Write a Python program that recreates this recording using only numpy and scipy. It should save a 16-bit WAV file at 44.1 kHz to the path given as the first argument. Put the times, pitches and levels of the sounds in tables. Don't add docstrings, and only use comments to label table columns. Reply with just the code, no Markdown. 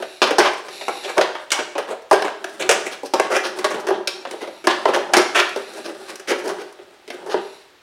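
import sys
import numpy as np
from scipy import signal
from scipy.fft import rfft, irfft
from scipy.io import wavfile
from scipy.ndimage import uniform_filter1d

SR = 44100
rng = np.random.default_rng(int(sys.argv[2]) if len(sys.argv) > 2 else 0)


def unload_wav(signal):
    wavfile.write(
        sys.argv[1],
        SR,
        np.round(np.clip(np.atleast_2d(signal).T, -1, 1) * 32767).astype(np.int16),
    )


N = 344862


def undb(db):
    return 10 ** (np.asarray(db) / 20)


def level(x, db):
    return x * undb(db) / np.sqrt(np.mean(x ** 2))


def curve(rows, column):
    rows = np.array(rows)
    return np.interp(np.arange(N) / SR, rows[:, 0], rows[:, column])


def wander(rate_hz):
    hold = int(SR / rate_hz)
    steps = np.repeat(rng.standard_normal(N // hold + 1), hold)
    return uniform_filter1d(steps, size=hold // 2)[:N]


def grit(shape, rate_hz, spread_db):
    slips = (rng.random(shape) < rate_hz / SR) * rng.standard_normal(shape)
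    return slips * undb(spread_db * rng.exponential(size=shape))


def soften(x, cutoff_hz):
    return signal.lfilter(*signal.butter(2, cutoff_hz, fs=SR), x, axis=-1)


def ring(x, modes, near_hz=None, db_per_oct2=0, flip_chance=0):
    out = 0
    for k, (hz, width_hz, db) in enumerate(modes):
        gain = (-1) ** k * undb(db)
        if near_hz is not None:
            octaves = np.log2(hz / near_hz[:, None])
            polarity = np.sign(rng.random((len(x), 1)) - flip_chance)
            gain = gain * undb(-db_per_oct2 * octaves ** 2) * polarity
        out = out + gain * signal.lfilter(*signal.iirpeak(hz, hz / width_hz, SR), x, axis=-1)
    return out


# (frequency [Hz], relative density [dB])
HUSH_SPECTRUM = [(30, -10), (100, -12), (190, -15), (350, -8), (850, -10), (1800, -10.5), (4000, -14.5),
                 (10000, -31), (16000, -34)]


def hush():
    hz, db = np.transpose(HUSH_SPECTRUM)
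    bin_hz = np.fft.rfftfreq(N, 1 / SR) + 1
    gain = undb(np.interp(np.log(bin_hz), np.log(hz), db))
    return level(irfft(rfft(rng.standard_normal(N)) * gain, N), db=-54)


# (band [Hz], T60 [s])
ROOM_DECAY = [(150, 0.33), (400, 0.54), (1200, 0.57), (3500, 0.56), (9000, 0.17), (14000, 0.29)]


def echoes():
    t, tail = np.arange(SR) / SR, 0
    for hz, t60_s in ROOM_DECAY:
        bandpass = signal.butter(1, [hz / 1.37, min(hz * 2.4, .45 * SR)], "band", fs=SR)
        band = signal.lfilter(*bandpass, rng.standard_normal(SR))
        tail = tail + band * undb(-60 * t / t60_s)
    tail *= np.clip((t - .003) / .0064, 0, 1)
    return tail / np.sqrt(np.mean(tail[SR // 100:SR // 25] ** 2) * SR / 25)


def room(x, tails=16, gain_db=-9.5):
    tail_index = np.arange(N) / N * (tails - 1)
    fades = (np.cos(np.pi / 2 * np.clip(tail_index - k, -1, 1)) for k in range(tails))
    return undb(gain_db) * sum(signal.fftconvolve(x * fade, echoes())[:N] for fade in fades)


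# (frequency [Hz], width [Hz], gain [dB])
STEEL_MODES = [(2700, 1100, 12.6), (3780, 990, 14.5), (5660, 260, 11), (6950, 2300, 2.3), (9800, 1500, 2.6),
               (10600, 950, 1.2)]
# (start [s], end [s], level [dB])
BLADE_SLIDES = [(0.005, 0.152, -46.5), (.74, 1.1, -39.5), (4.32, 4.617, -52), (5.583, 5.803, -47),
                (6.063, 6.1, -49.5), (6.393, 6.46, -56.5), (7.43, 7.547, -50.5)]


def blades(attack_s=.064, release_s=.13):
    t = np.arange(N) / SR
    gain = sum(undb(db) * np.interp(t, [start - attack_s, start, end, end + release_s], [0, 1, 1, 0])
               for start, end, db in BLADE_SLIDES)
    rub = grit(N, rate_hz=9000, spread_db=.76)
    steel = sum(ring(ring(rub, [(hz, width, 0)]), [(hz, width, db)]) for hz, width, db in STEEL_MODES)
    return uniform_filter1d(gain, size=1500) * level(steel, 0)


# (frequency [Hz], width [Hz], gain [dB])
BODY_MODES = [(169, 122, -8.5), (283, 48, -6.5), (375.2, 49.7, 4.5), (417.6, 68, -2.5), (533, 110, -7.5),
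              (596.7, 117, -3.5), (769, 65, -4), (931, 200, -2.5)]
WALL_MODES = [(907, 300, 9.5), (1161, 210, 7.5), (1546, 323, 1.5), (2040, 310, -0.5), (2013, 49, -5),
              (2264, 86, -1.5), (2620, 1200, -0.5), (3600, 2370, -0.5)]
EDGE_MODES = [(3950, 1560, 4), (5650, 1920, 3), (7370, 1750, 0.5), (9480, 2730, -2), (12000, 3000, -22),
              (14000, 4800, -23.5)]
# (time [s], boom level [dB], brightness [dB per part])
STEADY_CRUNCH = [(0, -29, -1), (.2, -59.5, 11.5), (.45, -36, -7), (.62, -43.5, 6.5), (1.1, -39, 0),
                 (1.46, -59, 11), (1.62, -41.5, -3), (1.9, -49.5, 1.5), (2.07, -67, -1.5), (2.2, -50, -5),
                 (2.55, -39.5, 5.5), (2.77, -26.5, -2.5), (3.1, -58, 7.5), (3.3, -43, 2), (3.75, -30, 0),
                 (4.04, -41, -6), (4.3, -40, 4.5), (4.62, -53, 0), (4.83, -29, 2), (5.12, -33, -1.5),
                 (5.45, -37.5, 3.5), (6.14, -39.5, 5.5), (6.25, -51, -14), (6.5, -29.5, 0),
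                 (6.77, -52, 3.5), (7.05, -50.5, 3), (7.32, -35, 0), (7.64, -58.5, 9), (7.82, -70, 1)]


def crunch(swell_db=3, settle_peak_s=.024):
    grip = undb(swell_db * wander(rate_hz=25))
    slips = grit(N, rate_hz=5000, spread_db=1.2) * grip
    boom = ring(soften(slips, cutoff_hz=1570), BODY_MODES)
    rattle = ring(soften(slips, cutoff_hz=3700), WALL_MODES)
    crack = ring(slips, EDGE_MODES)
    start_s, *break_db = BREAKS.T[:4]
    starts = (start_s * SR).astype(int)
    age = np.arange(SR // 2) / SR / settle_peak_s
    settle_shape = (age * np.exp(1 - age)) ** 2
    steady_db, bright_db = curve(STEADY_CRUNCH, 1), curve(STEADY_CRUNCH, 2)
    parts = (boom, 0, -17), (rattle, -9.5, -11), (crack, -21, -26.5)
    out = 0
    for k, (part, steady_offset_db, settle_offset_db) in enumerate(parts):
        impulses = np.bincount(starts, undb(2 * (break_db[k] + settle_offset_db)), N)
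        settle_power = np.abs(signal.fftconvolve(impulses, settle_shape)[:N])
        steady_power = undb(2 * (steady_db + steady_offset_db + k * bright_db))
        out = out + np.sqrt(steady_power + settle_power) * level(part, 0)
    return out


# (time [s], frequency [Hz])
BOOM_CENTRE = [(0, 592), (2.5, 613), (4.2, 518), (5.4, 565), (5.8, 430), (7.0, 486), (7.4, 580)]
# (time [s], boom [dB], rattle [dB], crack [dB], rattle centre [Hz], crack decay [ms])
WALL_SNAPS = [(.024, -25, -29.5, -44, 1690, 8.1), (.218, -14, -13, -37, 1980, 14.4),
              (.308, -14, -22.5, -32, 2040, 9), (.384, -10, -12, -19, 1220, 14),
              (.403, -15, -14.5, -44, 1390, 8.1), (.534, -36, -32, -44, 1650, 8),
              (.685, -38, -34.5, -55, 1350, 6.1), (.811, -33, -33, -51, 2100, 11),
              (.882, -24.5, -25.5, -36.5, 1730, 6.9), (1.18, -12.5, -16.5, -30, 1690, 3),
              (1.212, -17, -18, -40, 1970, 6.5), (1.352, -33.5, -27, -56, 1570, 4.8),
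              (1.505, -38, -29.5, -37, 2970, 2.9), (1.518, -29.5, -13.5, -13, 2630, 11),
              (1.59, -23, -25, -45, 1870, 9.1), (1.753, -23.5, -34, -62, 1740, 20),
              (1.781, -20.5, -25, -37, 1590, 7.5), (2.021, -47, -58, -58, 2230, 6),
              (2.099, -71, -55, -57, 1400, 7), (2.112, -8.5, -13.5, -26.5, 1130, 7.2),
              (2.222, -22, -27, -37, 2170, 5.3), (2.246, -23, -28.5, -39, 1770, 19),
              (2.281, -26.5, -29, -49, 1740, 3), (2.443, -27, -27, -38, 1850, 4.4),
              (2.623, -30, -26, -40, 2510, 4), (2.692, -10.5, -12, -13, 2620, 7.7),
              (2.711, -22, -16, -16.5, 2360, 15), (3.033, -25, -61, -49, 1620, 7.1),
              (3.137, -13, -19.5, -23.5, 1270, 8), (3.198, -12, -17.5, -26.5, 1720, 3.3),
              (3.588, -30, -29.5, -35, 1410, 11), (3.644, -15, -19.5, -25.5, 1780, 8.3),
              (3.743, -25.5, -33, -44, 1960, 8.5), (3.8, -52, -53, -44, 1770, 9.6),
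              (3.869, -23, -25, -37.5, 1560, 8.5), (3.886, -16.5, -23.5, -40, 1260, 10),
              (3.906, -13, -31, -48, 1500, 4.4), (4.006, -28, -55, -72, 1060, 4.1),
              (4.074, -29, -22.5, -24, 2330, 7.2), (4.252, -32.5, -29.5, -60, 1530, 5.7),
              (4.272, -32, -42, -66, 1640, 4.2), (4.311, -35, -36, -37, 1920, 5.9),
              (4.336, -28.5, -57, -70, 1750, 14), (4.475, -29.5, -39, -56, 1500, 10),
              (4.642, -29.5, -34.5, -43.5, 2000, 35), (4.671, -9.5, -8.5, -22.5, 1550, 4),
              (4.855, -12, -14.5, -59, 1320, 4.5), (4.889, -13, -28, -48, 1810, 7.9),
              (5.136, -15.5, -10.5, -16, 1800, 7.3), (5.168, -10, -12.5, -17, 1510, 11.6),
              (5.398, -28, -18, -38, 2040, 4), (5.491, -42, -45, -41, 2000, 6),
              (5.561, -21.5, -33, -43.5, 1550, 7.7), (5.735, -38.5, -43, -46, 1920, 18),
              (5.948, -46, -44, -62, 1430, 6), (6.157, -56, -42, -39, 2270, 3.7),
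              (6.197, -39.5, -40, -42.5, 2040, 6), (6.476, -28, -33, -35, 1630, 19),
              (6.615, -34, -45, -50.5, 1450, 18), (6.726, -55, -48, -55, 1490, 4.5),
              (6.789, -38.5, -48, -70, 1910, 8.5), (7.078, -35.5, -42.5, -49, 2300, 9.8),
              (7.103, -33, -32.5, -45.5, 1860, 5.6), (7.262, -30.5, -41, -51, 1300, 37),
              (7.343, -12.5, -24, -67, 1190, 4.4)]
# (time [s], boom [dB], rattle [dB], crack [dB], rattle centre [Hz], rise [s])
WALL_TEARS = [(.268, -25, -25, -38, 1650, .01), (.57, -58, -55, -47, 2010, 0.014),
              (.42, -19.5, -18.5, -46, 1420, 0.047), (1.031, -31.5, -30, -48, 2820, 0.02),
              (1.075, -29, -28, -39, 1860, 0.027), (1.165, -16.5, -28, -38, 1670, 0.023),
              (1.875, -29, -37, -48, 1660, .017), (1.895, -26.5, -35.5, -43.5, 1460, 0.023),
              (2.126, -12.5, -17.5, -24.5, 1750, 0.005), (2.481, -47, -50, -50, 1650, 0.017),
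              (2.52, -55, -52, -55, 1900, .02), (2.594, -26.5, -26.5, -33.5, 2560, 0.019),
              (2.856, -28, -27, -33.5, 2290, 0.015), (2.91, -36, -35, -42.5, 2040, 0.021),
              (3.047, -48, -40.5, -41.5, 1890, 0.019), (3.299, -17.5, -22.5, -33, 1600, 0.03),
              (3.335, -16.5, -17, -25.5, 1850, 0.034), (3.431, -25.5, -25.5, -39, 1660, 0.025),
              (3.455, -33.5, -40, -40.5, 1700, 0.017), (3.558, -48, -54.5, -45, 1600, 0.021),
              (3.7, -26, -28, -37, 1580, 0.014), (4.404, -27, -36.5, -47, 1900, 0.024),
              (4.694, -26, -23.5, -59, 1760, .015), (4.872, -27, -32, -45, 1800, 0.018),
              (4.934, -18.5, -17.5, -30, 2000, 0.014), (4.96, -17.5, -45, -36, 1650, 0.003),
              (5.089, -29, -48, -71, 1700, 0.013), (5.346, -21, -14, -26, 2070, 0.017),
              (5.352, -25.5, -19, -34, 1700, 0.014), (5.365, -24.5, -12.5, -27, 2000, 0.036),
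              (5.75, -34, -42, -45.5, 1860, 0.031), (5.84, -29, -32.5, -43, 1850, 0.022),
              (5.868, -31.5, -39.5, -50, 1790, 0.028), (6.08, -35, -36, -39, 1680, 0.022),
              (6.271, -21, -22.5, -29, 1980, 0.038), (6.304, -22.5, -24.5, -57, 1730, 0.02),
              (6.379, -33, -46, -45, 1710, 0.021), (6.431, -24.5, -37, -40.5, 1680, 0.032),
              (6.489, -33, -31, -43, 1300, 0.0103), (6.579, -40, -39, -51, 1360, 0.038),
              (7.124, -32.5, -45, -51, 1950, 0.02), (7.291, -34, -29, -47, 1700, 0.037)]
SNAP_RISE_S, TEAR_DECAY_S = .0015, .012
BREAKS = np.array([(*row, SNAP_RISE_S, decay_ms / 1000) for *row, decay_ms in WALL_SNAPS]
                  + [(*row, TEAR_DECAY_S) for row in WALL_TEARS])


def wall_breaks():
    start_s, boom_db, rattle_db, crack_db, rattle_hz, rise_s, decay_s = BREAKS.T
    rise_s, decay_s = rise_s[:, None], decay_s[:, None]
    boom_hz = np.interp(start_s, *np.transpose(BOOM_CENTRE))
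    crack_hz = 6420 * 2 ** (-.015 * (crack_db + 34.5))
    t = np.arange(SR // 5) / SR
    build_up = np.clip(t / rise_s, 0, 1) ** (.26 + rise_s / .067)
    slips = grit((len(start_s), len(t)), rate_hz=9000, spread_db=1.66) * build_up
    age = np.clip(t - rise_s, 0, None) / decay_s
    kick = (t == 0) * np.exp(-(rise_s / .003) ** 2)
    body_push = soften(8 * kick + slips * np.exp(-age / 1.88), cutoff_hz=1035)
    wall_push = soften(5 * kick + slips * np.exp(-age / 1.46), cutoff_hz=6000)
    edge_push = 5 * kick + slips * np.exp(-age)
    boom = ring(body_push, BODY_MODES, boom_hz, db_per_oct2=15.2, flip_chance=.33)
    rattle = ring(wall_push, WALL_MODES, rattle_hz, db_per_oct2=10.8, flip_chance=.2)
    crack = ring(edge_push, EDGE_MODES, crack_hz, db_per_oct2=8)
    peak_window = (t >= .8 * rise_s) & (t < .8 * rise_s + .01)
    sounds = 0
    for part, db in ((boom, boom_db), (rattle, rattle_db), (crack, crack_db)):
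        peak_rms = np.sqrt(np.sum(part ** 2 * peak_window, axis=1) / peak_window.sum(axis=1))
        sounds = sounds + part * (undb(db) / peak_rms)[:, None]
    out = np.zeros(N + SR)
    for start, sound in zip(start_s, sounds):
        out[int(start * SR):][:len(t)] += sound
    return out[:N]


def scene():
    radiation = signal.butter(3, 230, "high", fs=SR, output="sos")
    jug = signal.sosfilt(radiation, wall_breaks() + crunch())
    direct = jug + blades()
    return (direct + room(direct) + hush())[None]


def record(dry):
    bass_hz, top_hz = 110, 15900
    rounded = 1.014 * np.tanh(dry * 1.11)
    thinned = signal.sosfilt(signal.butter(1, bass_hz, "high", fs=SR, output="sos"), rounded)
    return signal.sosfilt(signal.ellip(10, .2, 75, top_hz, fs=SR, output="sos"), thinned)


dry = scene()
out = record(dry)
unload_wav(out)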